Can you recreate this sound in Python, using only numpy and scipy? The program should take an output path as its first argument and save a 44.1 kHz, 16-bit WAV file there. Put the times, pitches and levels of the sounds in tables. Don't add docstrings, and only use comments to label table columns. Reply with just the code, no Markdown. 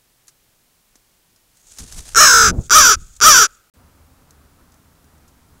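import sys
import numpy as np
from scipy import signal
from scipy.fft import rfft, irfft
from scipy.io import wavfile
from scipy.ndimage import map_coordinates

SR = 44100
rng = np.random.default_rng(int(sys.argv[2]) if len(sys.argv) > 2 else 0)


def to_wav(sig):
    pcm = np.clip(np.atleast_2d(sig), -1, 1) * 32767
    pcm = np.round(pcm).astype(np.int16)
    wavfile.write(sys.argv[1], SR, pcm.T)


N = 246959
TIME = np.arange(N) / SR
SILENCE_START_S, SILENCE_END_S = 3.7, 3.738


def amp(db):
    return 10 ** (np.asarray(db) / 20)


def unit_rms(x):
    return x / np.sqrt(np.mean(x ** 2) + 1e-20)


def add(mix, start_s, sound):
    part = mix[round(start_s * SR):][:len(sound)]
    part += sound[:len(part)]


def noise(spectrum):
    hz, db = np.transpose(spectrum)
    gain = amp(np.interp(np.log(np.fft.rfftfreq(N, 1 / SR) + 1), np.log(hz + 1), db))
    return unit_rms(irfft(rfft(rng.standard_normal(N)) * gain, N))


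def wander(count, rate_hz):
    hz = np.fft.rfftfreq(count, 1 / SR)
    return unit_rms(irfft(rfft(rng.standard_normal(count)) / (1 + (hz / rate_hz) ** 4), count))


def swells(rows):
    return np.array([amp(db) * np.exp(-np.maximum((s - TIME) / rise_s, (TIME - s) / fall_s).clip(0, 50))
                     for s, db, rise_s, fall_s, *_ in rows])


def minimum_phase(db):
    cepstrum = irfft(np.log(amp(db)))
    half = cepstrum.shape[1] // 2
    fold = np.r_[1, np.full(half - 1, 2), 1, np.zeros(half - 1)]
    return np.exp(rfft(cepstrum * fold))


# (frequency [Hz], level [dB])
HISS_SPECTRUM = [(20, 5), (36, 5.5), (60, -3.5), (100, 0), (300, -7.5), (600, -9.5), (1500, -12),
                 (7000, -12.5), (16000, -14)]


def hiss(level_db=-59.5):
    return amp(level_db) * noise(HISS_SPECTRUM)


# (frequency [Hz], level [dB])
RUMBLE_SPECTRUM = [(22, -3), (43, -4.5), (62, 1), (78, 5.5), (112, -7.5), (150, -4), (180, -9), (262, -6),
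                   (340, -14.5), (620, -17), (1300, -16.5), (2600, -31.5), (5000, -62)]


def rumble(level_db=-53, onset_s=.01713, fade_db_per_s=.9639, waver_db=1.0):
    since_s = TIME - SILENCE_END_S
    sound = np.clip(since_s / onset_s, 0, 1) * noise(RUMBLE_SPECTRUM)
    return sound * amp(level_db - fade_db_per_s * since_s - waver_db * wander(N, 13))


# (frequency [Hz], level [dB])
PECK_SPECTRUM = [(200, 13.5), (600, -17.5), (1300, -1.5), (2600, -13.5), (4200, -3), (6500, 4), (8500, -3),
                 (11000, -4.5), (15000, -18)]
# (time [s], relative level [dB], t60 [s], high-pass [Hz])
PECKS = [(.272, -38, .015, 6000), (.281, -31, .04, 900), (.29, -43, .05, 1200), (.956, -40, .05, 300),
         (1.361, -43, .04, 2500), (1.571, -43, .03, 5000), (1.7855, -20, .05, 1400),
         (1.924, -22.5, .03, 1000), (1.985, -27, .04, 1200), (4.3077, -35, .025, 4200),
         (4.7207, -41, .03, 3500), (4.742, -43, .03, 3500), (5.0435, -48, .04, 4000),
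         (5.18, -48, .03, 4500), (5.278, -45, .09, 4500)]


def pecks(gain_db=-6):
    out, crunch, t = np.zeros(N), noise(PECK_SPECTRUM), np.arange(SR // 5) / SR
    for start_s, db, t60_s, low_hz in PECKS:
        tap = crunch[round(start_s * SR):][:len(t)] * amp(db + gain_db - 60 * t / t60_s)
        add(out, start_s, signal.sosfilt(signal.butter(2, low_hz, "high", fs=SR, output="sos"), tap))
    return out


# (time [s], peak [dB], rise [s], fall [s])
WING_STROKES = [(1.58, -58, .05, 0.0519), (1.725, -46.5, 0.039, 0.034), (1.795, -36, 0.016626, 0.038),
                (1.88, -45.5, 0.028, 0.0792), (1.99, -35.5, 0.053, 0.02264), (2.075, -40.5, 0.047, 0.093)]
# (frequency [Hz], level [dB])
WING_SPECTRUM = [(240, -9.5), (400, -9), (777, -9.5), (1090, -11.5), (1510, -9.5), (2290, -11.5),
                 (5350, -5.5), (6440, -1.5), (9320, -5), (14800, -24), (16000, -33)]
# (time [s], peak [dB], rise [s], fall [s])
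SOFT_HISSES = [(1.715, -45, 0.03975, 0.041), (2.67, -43.5, .07, 0.009707), (3.01, -49, .03, 0.09675),
               (3.17, -48.5, 0.064, 0.0091), (3.545, -53, .06, .035)]
# (frequency [Hz], level [dB])
SOFT_HISS_SPECTRUM = [(1470, -42), (2500, -11.5), (2850, -19), (3380, -5.5), (4050, -9.5), (5150, -7),
                      (6810, 6), (15200, -27), (16000, -18.5)]


def wings_and_breaths(grain_db=2.5, grain_hz=110):
    wings = np.linalg.norm(swells(WING_STROKES), axis=0) * noise(WING_SPECTRUM)
    hisses = np.linalg.norm(swells(SOFT_HISSES), axis=0) * noise(SOFT_HISS_SPECTRUM)
    return (wings + hisses) * unit_rms(amp(grain_db * wander(N, grain_hz)))


# (time [s], peak [dB], rise [s], fall [s], upper edge [Hz])
LOW_THUDS = [(1.72, -44, 0.029, 0.024738, 36), (1.805, -35, 0.009364, 0.041906, 170),
             (1.975, -27, 0.028, .025, 49.98), (2.0, -34, 0.013, 0.017, 120),
             (2.2, -29.5, 0.08202, 0.082, 48), (2.53, -19, .1, .045, 179.8),
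             (2.587, -14.5, .006, .014, 176.1), (2.77, -25, 0.03965, 0.12, 53.94),
             (2.962, -28, .012, .055, 70.26), (3.28, -23.5, 0.034, 0.059, 54)]


def low_thuds():
    power = swells(LOW_THUDS) ** 2
    edge_hz = np.array(LOW_THUDS)[:, -1] @ power / power.sum(0)
    bass = noise([(20, 0), (70, -1.5), (200, -5.5), (500, -19.5), (1000, -32), (4000, -77)])
    position = np.cumsum(edge_hz) / 200
    return np.sqrt(power.sum(0)) * map_coordinates(bass, [position], order=3, mode="wrap")


def thump(at_s=2.588, width_s=.0029, gain_db=-7):
    u = (TIME - at_s) / width_s
    return -amp(gain_db) * u * np.exp(-u ** 2 / 2)


def echoes(voice, near_db=-22, near_t60_s=.02, far_db=-43, far_t60_s=.85, build_s=.0091, dull_hz=2300):
    t = np.arange(SR) / SR
    taps = rng.standard_normal(SR) * (rng.random(SR) < .05)
    far = taps * amp(-60 * t / far_t60_s) * (1 - np.exp(-t / build_s))
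    far = signal.sosfilt(signal.butter(2, dull_hz, fs=SR, output="sos"), far / np.linalg.norm(far))
    near = taps * amp(-60 * t / near_t60_s)
    response = amp(far_db) * far + amp(near_db) * near / np.linalg.norm(near)
    return signal.fftconvolve(voice, response)[:N]


def gesture(t, length_s, held_hz, lift_hz, release_s, first_db,
            gap_s=.0098, attack_s=.011, accent_s=.075, sag_hz=84.846, sag_db_per_s=7.5, fade_s=.015):
    after_gap_s = np.maximum(t - gap_s, 0)
    attack = np.exp(-after_gap_s / attack_s)
    accent = np.exp(-(np.log(t / accent_s + 1e-9) / .6) ** 2)
    push = accent ** 2.5
    release = np.exp((t - length_s) / release_s)
    fade = np.exp((t - length_s) / fade_s)
    pitch_hz = held_hz - sag_hz * t / length_s + lift_hz * accent
    pitch_hz = pitch_hz * (1 - .6 * attack) * (1 - .57 * release)
    effort_db = -6 * attack + 6.5 * push - sag_db_per_s * t - 24 * fade
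    treble_db = -3 * push - 3 * np.exp(-after_gap_s / .014)
    pitch_hz[t < gap_s] = 1 / gap_s
    effort_db[t < gap_s / 2] = first_db
    return pitch_hz, effort_db, treble_db


def syrinx_snaps(clock_s, pitch_hz, flutter, flutter_hz=56, slack_hz=450, jitter=.021):
    t = np.arange(clock_s[0], clock_s[-1], 1 / SR)
    hz = np.interp(t, clock_s, pitch_hz)
    angle = 2 * np.pi * np.cumsum(flutter_hz * (1 + .05 * wander(len(t), 30))) / SR
    sway = (np.sin(angle) + .35 * np.sin(2 * angle)) * np.minimum(slack_hz / hz, 1) ** 2
    hoarseness = jitter * (hz / 560) ** 2 * wander(len(t), 400)
    cycles = np.cumsum(hz * (1 + flutter * sway + hoarseness)) / SR
    return np.interp(np.arange(cycles[-1]), cycles, t)


# (frequency [Hz], level [dB])
THROAT_RESPONSE = [(60, -33.5), (430, -11), (700, -25), (1020, -15.5), (1280, 3), (1510, -0.5),
                   (1800, -16.5), (2150, -14)]
# (frequency [Hz], level [dB])
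BEAK_RESPONSE = [(2500, -12), (2950, -16.5), (3600, -12.5), (4250, -20.5), (4720, -5.5), (5150, -12),
                 (5600, -1.5), (5950, 1), (6380, -12.5), (6900, -3.5), (7750, -18), (9000, -23.5),
                 (10500, -16), (12000, -35), (17000, -43.5)]


def vocal_tract(hz, throat_scales, beak_scales, lower_db, treble_db, beak_jitter=.015):
    beak_scales = beak_scales * (1 + beak_jitter * rng.standard_normal(len(beak_scales)))
    beak_hz, beak_db = np.transpose(BEAK_RESPONSE)
    lower_resonance = np.exp(-((beak_hz - 4900) / 520) ** 2)
    gains_db = []
    for throat_scale, beak_scale, lower, treble in zip(throat_scales, beak_scales, lower_db, treble_db):
        throat = np.multiply(THROAT_RESPONSE, [throat_scale, 1])
        beak = np.c_[beak_hz * beak_scale, beak_db + treble + lower * lower_resonance]
        gains_db.append(np.interp(hz, *np.vstack([throat, beak]).T))
    return minimum_phase(gains_db)


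# (start [s], length [s], held pitch [Hz], accent lift [Hz], release [s], relative level [dB],
#   first snap [dB], extra treble [dB], flutter depth [ratio], then start and end values of each of:
#   throat frequency scale [ratio], beak frequency scale [ratio], lower beak resonance boost [dB])
CAWS = [(2.148, 0.36534, 515, 130.1, .017, 1.5, -11, -3.5, 0.088, 1.05, 1.04, 1.16, 1.045, 13.7, 3.5),
        (2.697, 0.26, 527.2, 129.5, .024, 1.76, -16, 0.5, .056, 1.0, 1.02, 1.02, 1.005, 2, 0.5),
        (3.203, .266, 529.3, 137.7, .025, 2.3, -17.5, 1, .052, .99, 1.04, 1.0, 1.008, 2, -0.5)]


def caw(row, gain_db=26, shimmer_db=1.74, breath=.033, breath_s=.0012, size=1024):
    start_s, length_s, held_hz, lift_hz, release_s, level_db, first_db, bright_db, flutter, *shape = row
    t, hz = np.arange(0, length_s, 1 / SR), np.fft.rfftfreq(size, 1 / SR)
    clock_s = start_s + t
    pitch_hz, effort_db, treble_db = gesture(t, length_s, held_hz, lift_hz, release_s, first_db)
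    snaps_s = syrinx_snaps(clock_s, pitch_hz, flutter)
    posture = [np.interp(snaps_s, clock_s[[0, -1]], ends) for ends in np.reshape(shape, (-1, 2))]
    tract = vocal_tract(hz, *posture, bright_db + np.interp(snaps_s, clock_s, treble_db))
    puffs = breath * rfft(rng.standard_normal((len(snaps_s), size)) * np.exp(-TIME[:size] / breath_s))
    lag_s = snaps_s - (np.round(snaps_s * SR) - size // 64) / SR
    delay = np.exp(-2j * np.pi * hz * lag_s[:, None])
    rings = irfft((1 + puffs) * tract * delay)
    snaps_db = gain_db + level_db + np.interp(snaps_s, clock_s, effort_db)
    snaps_db += shimmer_db * rng.standard_normal(len(snaps_s))
    out = np.zeros(N)
    for snap_s, db, ring in zip(snaps_s, snaps_db, rings):
        add(out, snap_s, amp(db) * ring[:size // 2])
    return out


def scene():
    voice = sum(caw(row) for row in CAWS)
    echo = echoes(voice) * (TIME < SILENCE_START_S)
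    return (voice + echo + wings_and_breaths() + low_thuds() + thump() + pecks() + rumble() + hiss())[None]


def record(dry, ceiling=.74, knee=4.5, low_hz=14, high_hz=15800):
    oversampled = signal.resample_poly(dry, 4, 1, axis=1)
    clipped = oversampled / (1 + abs(oversampled / ceiling) ** knee) ** (1 / knee)
    out = signal.resample_poly(clipped, 1, 4, axis=1)
    out = signal.sosfilt(signal.butter(1, low_hz, "high", fs=SR, output="sos"), out)
    out *= (TIME < SILENCE_START_S) | (TIME > SILENCE_END_S)
    lowpass = signal.firwin(511, high_hz, window=("kaiser", 8), fs=SR)
    return signal.oaconvolve(out, lowpass[None], "same")


dry = scene()
out = record(dry)
to_wav(out)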